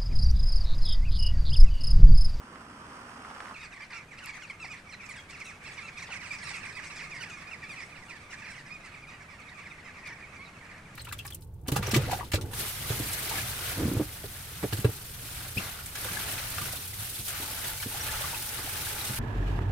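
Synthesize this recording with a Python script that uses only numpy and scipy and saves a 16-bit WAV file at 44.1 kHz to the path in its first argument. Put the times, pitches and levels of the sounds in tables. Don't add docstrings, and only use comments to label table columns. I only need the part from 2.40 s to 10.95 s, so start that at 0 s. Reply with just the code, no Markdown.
import sys
import numpy as np
from scipy import signal
from scipy.fft import rfft, irfft, next_fast_len
from scipy.io import wavfile
from scipy.ndimage import uniform_filter1d

SR = 44100
rng = np.random.default_rng(int(sys.argv[2]) if len(sys.argv) > 2 else 0)


def generate_wav(signal):
    frames = np.transpose(np.atleast_2d(signal))
    scaled = np.clip(frames, -1, 1) * 32767
    pcm = np.round(scaled).astype(np.int16)
    wavfile.write(sys.argv[1], SR, pcm)


N = 377055

# start in seconds, length in seconds before the beak closes, starting pitch in Hz,
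# fall and arch as shares of that pitch, relative level in dB, left-right balance in dB,
# relative strength of the upper partials in dB.
NEAR_CALLS = [(1.141, 0.027, 1440, 0.2, -0.025, -46, -4, -7),
              (1.157, 0.016, 1193, 0.074, -0.019, -52, -3, -11.0),
              (1.172, 0.033, 1320, 0.0007, 0.0078, -58, -2.0, -3),
              (1.193, 0.069, 1238, 0.14, 0.077, -51.5, 0, -4),
              (1.216, 0.049, 1465, 0.17, -0.004, -55, -6, -10),
              (1.227, 0.036, 976, 0.32, 0.025, -52, -3.0, -4),
              (1.319, 0.028, 1370, 0.25, 0, -48.5, -1.5, -6),
              (1.361, 0.017, 1140, 0.19, -0.01, -46, -2, -11),
              (1.405, 0.029, 1181, -0.023, -0.03, -45.5, -3, -7),
              (1.417, 0.035, 1008, 0.012, 0.052, -49, -2, -7),
              (1.53, 0.064, 1166, 0.1, 0.066, -47, -5.0, -7),
              (1.537, 0.063, 1310, 0.13, 0.11, -50, -3.0, -10.0),
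              (1.604, 0.014, 1280, 0.14, -0.0088, -47.5, -4.0, -20.0),
              (1.679, 0.014, 1227, -0.0035, 0.02, -55, -2, -10),
              (1.706, 0.041, 1250, 0.43, 0.034, -54, -2, -7),
              (1.772, 0.033, 1292, 0.36, -0.021, -50.5, -3.0, -3),
              (1.782, 0.012, 1260, -0.12, 0.025, -51.5, -4.0, -2),
              (1.814, 0.052, 1515, 0.41, 0.1, -52, -4, -6.0), (1.844, 0.072, 1355, 0.3, 0.1, -51.5, -4, -9),
              (1.862, 0.014, 1200, 0.31, 0, -45, -2, -8), (1.885, 0.022, 1240, 0.16, 0.01, -45, -7, -11),
              (1.921, 0.064, 1102, 0.37, 0.14, -48.5, 0.0, -12.0),
              (2.015, 0.011, 1146, 0.08, -0.02, -49, -3, -2), (2.02, 0.031, 1537, 0.19, 0.02, -51.0, 1, -9),
              (2.097, 0.014, 1206, 0.14, -0.034, -39, -2, -7.5),
              (2.199, 0.065, 1340, 0.38, 0.12, -42, -2.5, -7.5),
              (2.242, 0.032, 1460, 0.35, 0.025, -48, -7, -21),
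              (2.283, 0.012, 1146, -0.057, -0.041, -48, -4.0, -19),
              (2.298, 0.049, 1236, 0.26, 0.095, -42.5, -3.5, -7),
              (2.307, 0.051, 1507, 0.41, 0.058, -51, -3.0, -6),
              (2.49, 0.06, 1205, 0.47, 0.052, -49, -3.5, -5),
              (2.524, 0.024, 1427, 0.31, -0.0079, -45, -4, -12),
              (2.596, 0.042, 1290, 0.22, -0.025, -48.5, 4, -13.0),
              (2.631, 0.018, 1374, 0.06, -0.0072, -49, -5.0, -13),
              (2.688, 0.039, 1220, 0.21, -0.02, -43.5, -3.5, -1.5),
              (2.736, 0.03, 1323, 0.49, 0, -48, -6, -12), (2.756, 0.041, 1007, 0.32, -0.025, -52, -1, -5),
              (2.891, 0.026, 1205, 0.3, 0.015, -51, -3.5, -1),
              (2.925, 0.04, 1420, 0.36, 0.08, -48.5, -4, -12),
              (3.001, 0.024, 1378, 0.25, -0.018, -42, -4, -8.5),
              (3.055, 0.062, 1331, 0.39, 0.12, -46, -5.0, -8),
              (3.083, 0.041, 1371, 0.42, 0.05, -51.5, -2.0, -5),
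              (3.243, 0.058, 1238, 0.4, 0.023, -48.5, -8, -3),
              (3.255, 0.053, 1331, 0.35, 0.12, -50, -2.5, -2),
              (3.31, 0.028, 1217, 0.32, 0.039, -47.5, -13, -10.0),
              (3.368, 0.024, 1025, 0.16, -0.0057, -48, -5.0, -2),
              (3.376, 0.022, 1243, 0.18, -0.011, -39, -5.0, -14.0),
              (3.404, 0.025, 1300, 0.084, -0.037, -47, -4.0, -17),
              (3.428, 0.055, 1331, 0.026, 0.018, -49.5, -2, -6),
              (3.477, 0.015, 1254, 0.2, 0.038, -43.5, -4.0, -18),
              (3.485, 0.015, 1220, -0.14, -0.0083, -50, -1, -7),
              (3.566, 0.025, 1270, 0.074, 0.0038, -50, -3.5, -4),
              (3.574, 0.036, 1290, 0.41, 0.019, -45, -4.5, -5),
              (3.619, 0.027, 1189, 0.27, -0.0012, -43, -3.5, -3),
              (3.624, 0.011, 1108, 0.18, 0.0, -49, -4.0, -14),
              (3.702, 0.048, 1515, 0.47, 0.08, -40.5, -5.5, -10),
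              (3.714, 0.028, 1530, 0.42, 0.025, -56, -7, -9),
              (3.727, 0.02, 982, 0.12, -0.011, -49.5, -9.5, -2),
              (3.755, 0.022, 1185, 0.17, -0.015, -42, -9.5, -5),
              (3.761, 0.064, 1280, 0.3, 0.085, -50, -7.0, -14.0),
              (3.81, 0.022, 1110, 0.27, 0.03, -45, -10, -8),
              (3.83, 0.042, 1447, 0.31, 0.071, -46.5, -8, -9),
              (3.906, 0.018, 1229, 0.12, 0.01, -38, -5, -6),
              (3.925, 0.019, 1279, 0.041, 0.0065, -46, -4, 0), (3.925, 0.03, 1080, 0.23, 0, -49, -6, -5),
              (4.015, 0.024, 1146, 0.24, 0.05, -42, -10, -17),
              (4.037, 0.071, 1399, 0.25, 0.065, -50, -3.5, 1),
              (4.053, 0.068, 1346, 0.45, -0.021, -46.5, -10, -4.0),
              (4.069, 0.011, 1022, 0.25, -0.013, -47, -12, -6),
              (4.077, 0.027, 1261, 0.2, 0, -45.5, -4, -10),
              (4.101, 0.026, 973, -0.0072, 0.0068, -50, -2, -5),
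              (4.129, 0.036, 1422, 0.23, 0.0, -46, -2, -5), (4.133, 0.03, 1173, 0.17, 0.0, -42, -10, -6),
              (4.147, 0.036, 1390, 0.17, 0.0091, -47, -1, -8),
              (4.228, 0.034, 1360, 0.42, 0.029, -44, -11, -9.0),
              (4.258, 0.018, 1280, 0.4, 0.03, -43.5, -4, -13),
              (4.286, 0.029, 1213, 0.29, 0.05, -44, -10, -17),
              (4.319, 0.016, 1318, 0.084, 0.0056, -50, -7, -7),
              (4.35, 0.053, 1280, 0.41, 0.13, -42.5, -8, -14),
              (4.364, 0.034, 995, 0.14, 0.068, -43, -9, -24),
              (4.368, 0.033, 1320, 0.27, 0.011, -51, -11, -15.0),
              (4.416, 0.028, 978, 0.093, 0.0, -54, -6.0, -4.0),
              (4.43, 0.036, 1470, 0.38, 0.05, -49.5, -5.0, 0), (4.5, 0.017, 1390, 0.19, 0.029, -46, -7, -9),
              (4.521, 0.041, 1356, 0.47, -0.042, -49.5, -5.5, -2),
              (4.56, 0.056, 1315, 0.47, 0.057, -46.5, -3.5, -2.5),
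              (4.59, 0.038, 1167, 0.29, 0.0088, -47, -7, -17.0),
              (4.629, 0.027, 1154, 0.076, -0.018, -46.5, -7.0, -14.0),
              (4.712, 0.03, 1250, 0.17, 0.04, -44, -3, -11), (4.739, 0.034, 992, 0.16, 0.014, -51, -2, 1.0),
              (4.748, 0.035, 1150, 0.087, -0.02, -46, -7, -16),
              (4.775, 0.056, 1017, 0.11, -0.025, -51, -7, -3.0),
              (4.803, 0.044, 1530, 0.45, 0.1, -42.5, -5, -5.5),
              (4.817, 0.036, 1554, 0.55, 0.069, -57, 1, -3),
              (4.857, 0.033, 963, 0.24, -0.02, -49.5, -5.0, -8),
              (4.895, 0.015, 1494, 0.14, 0.02, -51, -1, -16),
              (4.913, 0.043, 1247, 0.045, 0.0099, -45.5, -2.0, -9.5),
              (4.969, 0.025, 1074, 0.03, 0.032, -51, -2.0, -3),
              (5.068, 0.024, 1155, -0.04, 0.058, -48, -7, -9),
              (5.11, 0.028, 1420, 0.16, 0.01, -46, -4.5, -7),
              (5.13, 0.021, 1210, 0.22, 0.025, -42.5, -8, -9),
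              (5.218, 0.039, 1241, 0.076, -0.03, -47.5, -3, -9),
              (5.226, 0.023, 992, 0.13, -0.033, -47, 0, -9.0),
              (5.262, 0.012, 1250, 0.045, 0.0069, -48.5, -4.0, -16),
              (5.292, 0.052, 1240, 0.21, 0.048, -43.5, -1, -4),
              (5.36, 0.056, 1246, 0.29, -0.0079, -45.5, -8, -12),
              (5.368, 0.063, 1299, 0.32, 0.08, -44.5, -2.5, -8.5),
              (5.411, 0.0156, 1310, 0.14, 0.022, -51.5, -9, -16),
              (5.428, 0.014, 1113, 0.062, -0.018, -48, -12, -12.0),
              (5.515, 0.035, 1279, 0.19, 0.025, -52.5, -9, -16),
              (5.553, 0.023, 1490, 0.35, 0.045, -50, -6, -10),
              (5.619, 0.02, 1053, 0.11, 0.025, -50.5, -9, -4.0),
              (5.682, 0.058, 1453, 0.37, -0.031, -47.5, -5.5, -5.5),
              (5.693, 0.018, 1441, 0.14, 0.0, -49.5, -9.0, -6),
              (5.705, 0.013, 1028, 0.12, -0.025, -50, -6.0, -11),
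              (5.751, 0.022, 968, 0.15, -0.016, -52.5, -10, -6),
              (5.797, 0.028, 1207, 0.17, 0.024, -57, -13, -2),
              (5.905, 0.035, 1476, 0.27, 0.035, -51, -6, -15),
              (5.923, 0.028, 1182, 0.34, -0.032, -48.0, -7.0, -11),
              (5.972, 0.035, 1210, 0.074, 0.01, -49, -7, -13),
              (6.016, 0.018, 997, 0.18, -0.034, -45.5, -6, -11.0),
              (6.035, 0.03, 1010, 0.28, 0, -54, -1, -9), (6.042, 0.027, 1237, 0.23, 0.025, -46, -3.0, -9),
              (6.062, 0.03, 1185, 0.049, 0.086, -48.0, -9, -13),
              (6.066, 0.022, 1118, 0.31, -0.033, -48, -6, -8),
              (6.084, 0.028, 1124, 0.3, -0.025, -48, -8, -17),
              (6.116, 0.051, 1190, 0.39, 0.042, -49.5, -3.5, -9),
              (6.158, 0.054, 1144, 0.21, -0.025, -48.5, -5, -10.0),
              (6.256, 0.032, 1163, 0.31, 0.0, -53.5, -3, -3),
              (6.305, 0.062, 1173, 0.022, 0.082, -46, -5.5, -10.5),
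              (6.435, 0.055, 1010, 0.28, 0.12, -52, -5.0, -5),
              (6.539, 0.021, 1253, 0.25, 0.017, -50, -3, -6),
              (6.621, 0.034, 1187, 0.14, 0.071, -49, -3, -12.0),
              (6.669, 0.044, 1164, 0.095, 0.13, -51, -3, -8),
              (6.685, 0.051, 1172, 0.34, 0.091, -52, -3, -7),
              (6.731, 0.043, 970, 0.055, 0.015, -58, -3, -5),
              (6.815, 0.019, 1190, 0.11, 0.0087, -56, -3, -1),
              (6.898, 0.074, 1030, 0.15, -0.0081, -55.5, -2, -10),
              (7.03, 0.016, 1230, 0.1, 0, -58, -4, -14), (7.064, 0.023, 1256, 0.16, 0, -50, -6, -14),
              (7.115, 0.019, 1030, 0.2, 0.02, -47, -7, -18),
              (7.17, 0.039, 1217, 0.36, 0.025, -56, -4.0, -11),
              (7.197, 0.05, 1410, 0.46, 0.017, -51, -3.0, -14),
              (7.252, 0.029, 1232, 0.36, 0.056, -51.5, -4.0, -11),
              (7.31, 0.016, 1250, 0.19, 0.0066, -48, -6.0, -17),
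              (7.373, 0.049, 1305, 0.36, -0.016, -54.0, -3.0, -16),
              (7.441, 0.057, 1044, 0.24, 0.084, -50.5, -4.5, -9),
              (7.541, 0.022, 1200, 0.063, 0.0, -55.5, -4, -15.0), (7.584, 0.022, 1220, 0.2, 0, -52, -6, -9),
              (7.653, 0.028, 1125, 0.36, 0.016, -48, -6, -6),
              (7.657, 0.068, 1232, 0.28, 0.05, -48, -5.0, -9),
              (7.724, 0.015, 1163, 0.03, 0.0045, -47.5, -5, -7),
              (7.822, 0.05, 1230, 0.23, 0.02, -51, -5, -10),
              (7.922, 0.02, 1130, 0.17, -0.0048, -50.5, -8, -15),
              (7.954, 0.031, 1117, -0.015, 0.05, -53.5, -4, -9),
              (7.992, 0.053, 1048, -0.1, 0.022, -48, -6.0, -15),
              (8.206, 0.028, 1170, 0.39, 0, -56, -7, -19),
              (8.219, 0.043, 970, 0.15, -0.016, -53.5, -4.0, -23),
              (8.289, 0.036, 1205, 0.27, 0.08, -50.5, -7.0, -12),
              (8.324, 0.02, 1052, 0.14, 0.01, -49.5, 0, -10), (8.36, 0.038, 1177, 0.29, 0.03, -54, -3, -11),
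              (8.375, 0.018, 1254, 0.097, 0.014, -57, -5.0, -10.0),
              (8.45, 0.05, 1223, 0.34, 0, -57, -2, -18)]
# start in seconds, length in seconds, relative level in dB, left-right in dB.
RASPING_CALLS = [(1.882, 0.026, -45, -2), (2.892, 0.03, -48, -1), (3.923, 0.041, -46.5, -1),
                 (4.451, 0.033, -48, 0), (5.922, 0.027, -46.5, -8), (6.076, 0.04, -54, -3),
                 (6.442, 0.034, -48, -2.5), (7.651, 0.043, -46, 3), (8.225, 0.045, -58.5, -3)]
# start in seconds, length in seconds, starting pitch in Hz, level in dB.
SQUEAL_CALLS = [(2.521, 0.034, 4220, -51.5), (2.78, .035, 3430, -51), (3.045, 0.041, 4060, -57),
                (4.034, 0.097, 4270, -55), (7.087, 0.013, 3770, -54.5), (7.297, 0.027, 3840, -60),
                (8.043, 0.04, 4100, -58)]
# start in seconds, length in seconds, relative level in dB.
FLOCK_VOLLEYS = [(1.148, 0.11, -40.5), (1.401, 0.031, -36.5), (1.507, 0.041, -32.5), (1.805, 0.15, -36.5),
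                 (2.013, 0.071, -41.5), (2.232, 0.15, -45.5), (2.62, 0.18, -42.5), (2.893, 0.19, -42.5),
                 (3.232, 0.25, -42), (3.566, 1.44, -41), (5.23, 0.2, -43), (5.905, 0.29, -43),
                 (7.075, 0.76, -45.5), (7.62, 0.12, -37.5), (7.813, 0.34, -47.5), (8.23, 0.17, -41.5)]
# time in seconds, relative upper partials of its calls in dB,
# level of its farthest part in dB, town rumble in dB, relative level of the calling between volleys in dB.
FLOCK_APPROACH = [(1.15, -4, -53.5, -53.5, -71), (2.8, 0.5, -56, -52, -65), (4.2, 5, -47, -50.5, -47),
                  (5.4, 1.5, -56, -51, -47), (6.7, 4, -51.5, -52.5, -64), (8.55, -29, -56, -51, -76)]
# frequency in Hz, relative gain in dB.
THROAT_GAIN = [(500, -42), (900, -10.5), (1200, -12.5), (1480, -4), (1950, 0), (2450, 0.5), (2700, -2.5),
               (3050, -11), (3900, -14.5), (5000, -16), (7000, -16), (8300, -10.5), (10500, -25),
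               (14000, -30)]
# frequency in Hz, relative density in dB per Hz.
TOWN_SPECTRUM = [(15, -1.5), (30, -4.5), (90, 1.5), (160, 2), (280, -5.5), (430, -8.5), (800, -8.5),
                 (1150, -9.5), (1600, -7), (3400, -19), (5200, -25), (7000, -25), (8800, -24.5),
                 (14000, -40.5)]
# frequency in Hz, relative density in dB per Hz.
ROAD_SPECTRUM = [(20, -15), (65, -6), (170, -6), (240, 0), (330, -9), (620, -8), (1250, 2), (2200, -10.5),
                 (3100, -13.5), (3900, -23.5), (5200, -16.5), (7000, -25.5), (8600, -19.5), (14000, -43)]
# time in seconds, level in dB.
TYRE_SWELL = [(0, -49.5), (.3, -48.5), (.6, -46.5), (.8, -46.5), (1.0, -45), (1.14, -44.5)]
# frequency in Hz, likeness from 0 to 1.
CHANNEL_LIKENESS = [(150, 1), (260, 1), (500, 0.99), (1100, 0.64), (2200, 0), (5000, 0.55), (10000, 0.12)]
# start in seconds, peak in dB, centre in Hz,
# decay time in seconds, left-right balance in dB.
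DRY_CLAPS = [(.157, -36, 1460, 0.0062, -12), (.847, -37.5, 1490, 0.0061, -3), (.902, -37, 1410, 0.0025, -4),
             (.91, -35, 940, .005, -5), (.962, -33.5, 1070, .005, -3), (1.004, -30.5, 1260, 0.0022, -2),
             (1.057, -32.5, 1380, 0.0017, -3), (1.11, -35, 1090, 0.0057, -4),
             (1.069, -37, 1260, 0.0094, -5), (1.083, -38.5, 1560, 0.002, -3)]
# start in seconds, peak in dB, centre in Hz, decay time in seconds, left-right in dB.
SOFT_KNOCKS = [(2.242, -39, 790, 0.007, 9), (3.69, -38.5, 770, 0.011, 5), (4.107, -41.5, 870, 0.0074, 4)]
# start in seconds, peak in dB, centre in Hz, decay time in seconds, left-right in dB.
SHARP_TICKS = [(1.8596, -33, 9050, 0.001, 21), (2.693, -48, 9100, 0.0042, -6), (3.002, -47, 9500, .001, 6),
               (7.002, -54, 8500, 0.00091, 2), (7.6742, -42, 8550, 0.00086, 10)]

TIME = np.arange(N) / SR
HANDOVER_S = 1.145
EDGE_HZ = 14800
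VOLLEY_RISE_S, VOLLEY_FADE_S = 0.0097, 0.024
TAIL_S, TAIL_FALL_PER_S, TAIL_DB_PER_S = 0.036, 6.5, 698
BEAK_LOW_HZ, BEAK_SPAN_HZ = 4160, 1840
UPPER_PARTIALS = np.arange(3, 11)[:, None]


def near_birds(level_db=3, upper_lift_db=1.64, fundamental_db=1.5, steep_loss_db=10, rough=0.2, typical_db=-48):
    out = np.zeros((2, N))
    for s, length, start, fall, arch, db, pan_db, upper_db in NEAR_CALLS:
        chance = rng.standard_normal((2, SR // 4))
        middle = start * (1 - fall / 2 + arch)
        end = start * (1 - fall)
        beak_hz = BEAK_LOW_HZ + BEAK_SPAN_HZ * rng.random()
        roughness = rough * amp((typical_db - db) / 2)
        call = kya(length, (start, middle, end), upper_db + upper_lift_db, beak_hz, pan_db, chance, roughness,
                   fade_db=1.5, fundamental_db=fundamental_db - steep_loss_db * fall)
        add(out, s, amp(db + level_db - read(THROAT_GAIN, 2 * middle)) * call)
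    return coloured(out, THROAT_GAIN)


def kya(length, pitches, upper_db, beak_hz, pan_db, chance, rough, fade_db=3, fundamental_db=3,
        beak_db=9, beak_width_hz=650, ground=0.28, overhang=0.002014, release=0.0083, lag_per_pan=9e-6,
        dulling=0.17, closing_db=7, jitter=0.031, grain=0.72, upper_grain=1.47, grain_hz=750,
        muffling_db_per_s=500, opening_db=3.0, swell_db=1.5, bend=.011, flutter=.3, upper_flutter=0.79,
        flutter_hz=110):
    t = np.arange(-overhang, length + TAIL_S, 1 / SR)
    u = np.minimum(t / length, 1)
    past = np.maximum(t - length, 0)
    gape = np.sin(np.pi * np.maximum(u, 0)) - .5

    start, middle, end = pitches
    arch = (2 * middle - start - end) * 2 * u * (1 - u)
    hz = (start + (end - start) * u + arch) * np.exp(-TAIL_FALL_PER_S * past)
    hz = hz * (1 + bend * np.sin(2 * np.pi * (t * 45 + chance[0, -1])))
    waver, shimmer = evened(uniform_filter1d(chance[:, :len(t)], size=50, axis=1))
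    hoarse = rough * np.clip(.4 + u, 0, 1.4)
    turns = np.cumsum(hz * (1 + jitter * hoarse * waver)) / SR
    lag = lag_per_pan * pan_db * np.array([[.5], [-.5]])
    first = np.exp(2j * np.pi * (turns + hz * lag)).astype(np.complex64)

    beak = 1 + amp(beak_db) / (1 + ((UPPER_PARTIALS * hz - beak_hz) / beak_width_hz) ** 2)
    gains = beak * amp(2.0 * chance[0, :len(UPPER_PARTIALS), None])
    gains = gains * amp(dulling * upper_db * UPPER_PARTIALS)
    open_beak = amp(opening_db * gape - muffling_db_per_s * past)

    partial = first * first
    fundamental = first * amp(fundamental_db - 5.1 * u)
    second = partial * frayed(t, grain * hoarse, grain_hz) * frayed(t, flutter, flutter_hz)
    voice = fundamental + second
    for gain in amp(upper_db) * evened(gains) * open_beak:
        partial = partial * first
        patches = frayed(t, upper_flutter, flutter_hz)
        strength = gain * patches * frayed(t, upper_grain * hoarse, grain_hz)
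        voice = voice + strength.astype(np.complex64) * partial

    attack = np.clip((t - t[0]) / .003, 0, 1)
    tail = amp(-closing_db * np.minimum(past / release, 1) - TAIL_DB_PER_S * past)
    ending = np.clip((t[-1] - t) / release, 0, 1)
    shape = attack * tail * ending * amp(swell_db * gape - fade_db * u)
    direct = voice.real * shape * amp(2.5 * hoarse * shimmer) * sides(pan_db)
    late = int(SR * .002 * (1 + 2 * abs(chance[1, 0])))
    return np.pad(direct, [(0, 0), (0, late)]) + ground * np.pad(direct, [(0, 0), (late, 0)])


def frayed(t, share, rate_hz, size=200):
    knots = rng.standard_normal((size, 2)) @ [1, 1j]
    wander = np.interp((t - t[0]) * rate_hz, np.arange(size), knots)
    return (1 + share * wander) / np.sqrt(1 + share ** 2)


def rasps(pitch_hz=1170, upper_db=-1, beak_hz=5200):
    out = np.zeros((2, N))
    pitches = pitch_hz * np.array([1, .93, .8])
    for s, length, db, pan_db in RASPING_CALLS:
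        chance = rng.standard_normal((2, SR // 4))
        call = kya(length, pitches, upper_db, beak_hz, pan_db, chance, rough=1, jitter=.13)
        add(out, s, amp(db) * call)
    return coloured(out, THROAT_GAIN)


def squeals(fall_per_s=1.97, jitter=0.025, shimmer_db=2, pan_db=-3.5):
    out = np.zeros((2, N))
    for s, length, hz, db in SQUEAL_CALLS:
        t = np.arange(0, length, 1 / SR)
        chance = rng.standard_normal((2, SR // 4))[:, :len(t)]
        waver, shimmer = evened(uniform_filter1d(chance, size=50, axis=1))
        turns = np.cumsum(hz * np.exp(-fall_per_s * t) * (1 + jitter * waver)) / SR
        shape = np.sqrt(np.sin(np.pi * t / length)) * amp(db + shimmer_db * shimmer)
        add(out, s, np.sqrt(2) * np.sin(2 * np.pi * turns) * shape * sides(pan_db))
    return out


def flock(count=270, spread_db=2.0, level_db=-12, bright_spread_db=3):
    out = np.zeros((2, N))
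    s, upper_db = np.transpose(FLOCK_APPROACH)[:2]
    draws = np.clip(rng.standard_normal((count, 4)), -2, 2)
    for k, (when, near, side, bright) in enumerate(draws):
        at = HANDOVER_S + (k + abs(when)) / count * (N / SR - HANDOVER_S)
        brightness_db = np.interp(at, s, upper_db) + bright_spread_db * bright
        call = stranger(brightness_db, -4.6 + 6 * side, pitch_hz=1214.0, spread=.11, rough=.33, steep=.38)
        add(out, at, amp(spread_db * near) * call)
    return evened(coloured(out, THROAT_GAIN)) * excitement() * amp(level_db)


def stranger(upper_db, pan_db, pitch_hz, spread, rough, steep):
    chance = rng.standard_normal((2, SR // 6))
    long, fall, arch, beak = rng.random(4)
    start = pitch_hz * np.exp(spread * np.clip(chance[1, 1], -2, 2))
    drop = 0.0599 + steep * fall
    pitches = start * (1 - drop * np.array([0, .5 * arch - .08, 1]))
    length = .015 + .028 * long
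    beak_hz = BEAK_LOW_HZ + BEAK_SPAN_HZ * beak
    return kya(length, pitches, upper_db, beak_hz, pan_db, chance, rough, fade_db=-14.5)


def excitement():
    s, _, _, _, between_db = np.transpose(FLOCK_APPROACH)
    power = amp(np.interp(TIME, s, between_db)) ** 2
    for start, length, db in FLOCK_VOLLEYS:
        rise = np.clip((TIME - start) / VOLLEY_RISE_S + 1, 0, 1)
        fade = np.exp(-np.clip(TIME - start - length, 0, 1) / VOLLEY_FADE_S)
        power = power + (amp(db) * rise * fade) ** 2
    return np.sqrt(power)


def far_chatter(count=32, fundamental_db=9.5):
    out = np.zeros((2, N))
    for _ in range(count):
        call = stranger(-6.0, 0, pitch_hz=1242.6, spread=.085, rough=0.28, steep=0.34)[0]
        for at, size, side in rng.random((20, 3)):
            one_side = np.eye(2)[int(2 * side), :, None]
            add(out, at * N / SR, size * call * one_side)
    blurred = coloured(houses(out, t60=0.13, treble_t60=0.13), THROAT_GAIN)
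    dull = coloured(blurred, [(950, 0), (1170, fundamental_db), (1450, 0)])
    s, _, level_db, _, _ = np.transpose(FLOCK_APPROACH)
    entry = np.clip((TIME - HANDOVER_S) / 0.017, 0, 1)
    return evened(dull) * amp(np.interp(TIME, s, level_db)) * sides(-5.5) * entry


def houses(x, t60=0.16, treble_t60=0.15, gap=0.0087):
    t = np.arange(SR) / SR
    strengths = rng.standard_normal((2, SR))
    taps = strengths * (rng.random((2, SR)) < 1500 / SR) * (t > gap)
    low = signal.sosfilt(signal.butter(2, 3500, fs=SR, output="sos"), taps)
    tail = diffuse(low * amp(-60 * t / t60) + (taps - low) * amp(-60 * t / treble_t60))
    tail = tail / np.linalg.norm(tail[0])
    return signal.fftconvolve(x.mean(0)[None], tail, axes=1)[:, :N] * sides(0.86)


def bursts(rows, width):
    out = np.zeros((2, N))
    t = np.arange(SR // 10) / SR
    for s, db, hz, decay, pan_db in rows:
        b, a = signal.iirpeak(hz, 1 / width, fs=SR)
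        push = rng.standard_normal(len(t)) * np.exp(-t / decay)
        puff = signal.lfilter(b, a, signal.lfilter(b, a, push))
        add(out, s, amp(db) * puff / abs(puff).max() * sides(pan_db))
    return out


def background(grit_db=1.1, lag=6):
    s, _, _, town_db, _ = np.transpose(FLOCK_APPROACH)
    town = evened(coloured(diffuse(rng.standard_normal((2, N))), TOWN_SPECTRUM))
    town = town * amp(np.interp(TIME, s, town_db))
    road = evened(coloured(diffuse(rng.standard_normal((2, N))), ROAD_SPECTRUM))
    hum = coloured(road, [(300, 1.5), (600, -5), (1200, -56)])
    left, right = road - hum
    tyres = np.array([np.roll(left, lag), right]) * sides(-3.5)
    grit = evened(uniform_filter1d(rng.standard_normal(N), size=300))
    swell = amp(np.interp(TIME, *np.transpose(TYRE_SWELL)) + grit_db * grit)
    road = hum * amp(-44.0) + tyres * swell
    after = np.clip((TIME - HANDOVER_S) / 0.01 + .5, 0, 1)
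    return road * np.sqrt(1 - after) + town * np.sqrt(after)


def diffuse(pair):
    size = next_fast_len(pair.shape[1])
    a, b = rfft(pair, size)
    same = np.clip(read(CHANNEL_LIKENESS, np.fft.rfftfreq(size, 1 / SR)), 0, 1)
    mid = a * np.sqrt((1 + same) / 2)
    side = b * np.sqrt((1 - same) / 2)
    return irfft(np.array([mid + side, mid - side]), size)[:, :pair.shape[1]]


def coloured(x, points):
    size = next_fast_len(N + 2000)
    gain = amp(read(points, np.fft.rfftfreq(size, 1 / SR)))
    return irfft(rfft(x, size) * gain, size)[..., :N]


def read(points, hz):
    f, value = np.transpose(points)
    return np.interp(np.log(hz + 1), np.log(f), value)


def amp(db):
    return 10 ** (np.asarray(db) / 20)


def evened(x):
    return x / np.sqrt(np.mean(x ** 2) + 1e-20)


def sides(pan_db):
    gains = amp([[pan_db / 2], [-pan_db / 2]])
    return gains / gains.mean()


def add(mix, s, sound):
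    part = mix[:, max(round(s * SR), 0):][:, :sound.shape[1]]
    part += sound[:, :part.shape[1]]


def scene():
    near = near_birds() + rasps() + squeals()
    middle = flock()
    birds = near + middle + far_chatter() + houses(amp(-11.0) * near + .8 * middle)
    claps = bursts(DRY_CLAPS, width=0.9)
    knocks = bursts(SOFT_KNOCKS, width=0.45) + bursts(SHARP_TICKS, width=0.59)
    return birds + background() + claps + knocks


def record(dry):
    lowpass = signal.firwin(255, EDGE_HZ, window=("kaiser", 9), fs=SR)
    return signal.oaconvolve(dry, lowpass[None], "same")


dry = scene()
out = record(dry)
generate_wav(out)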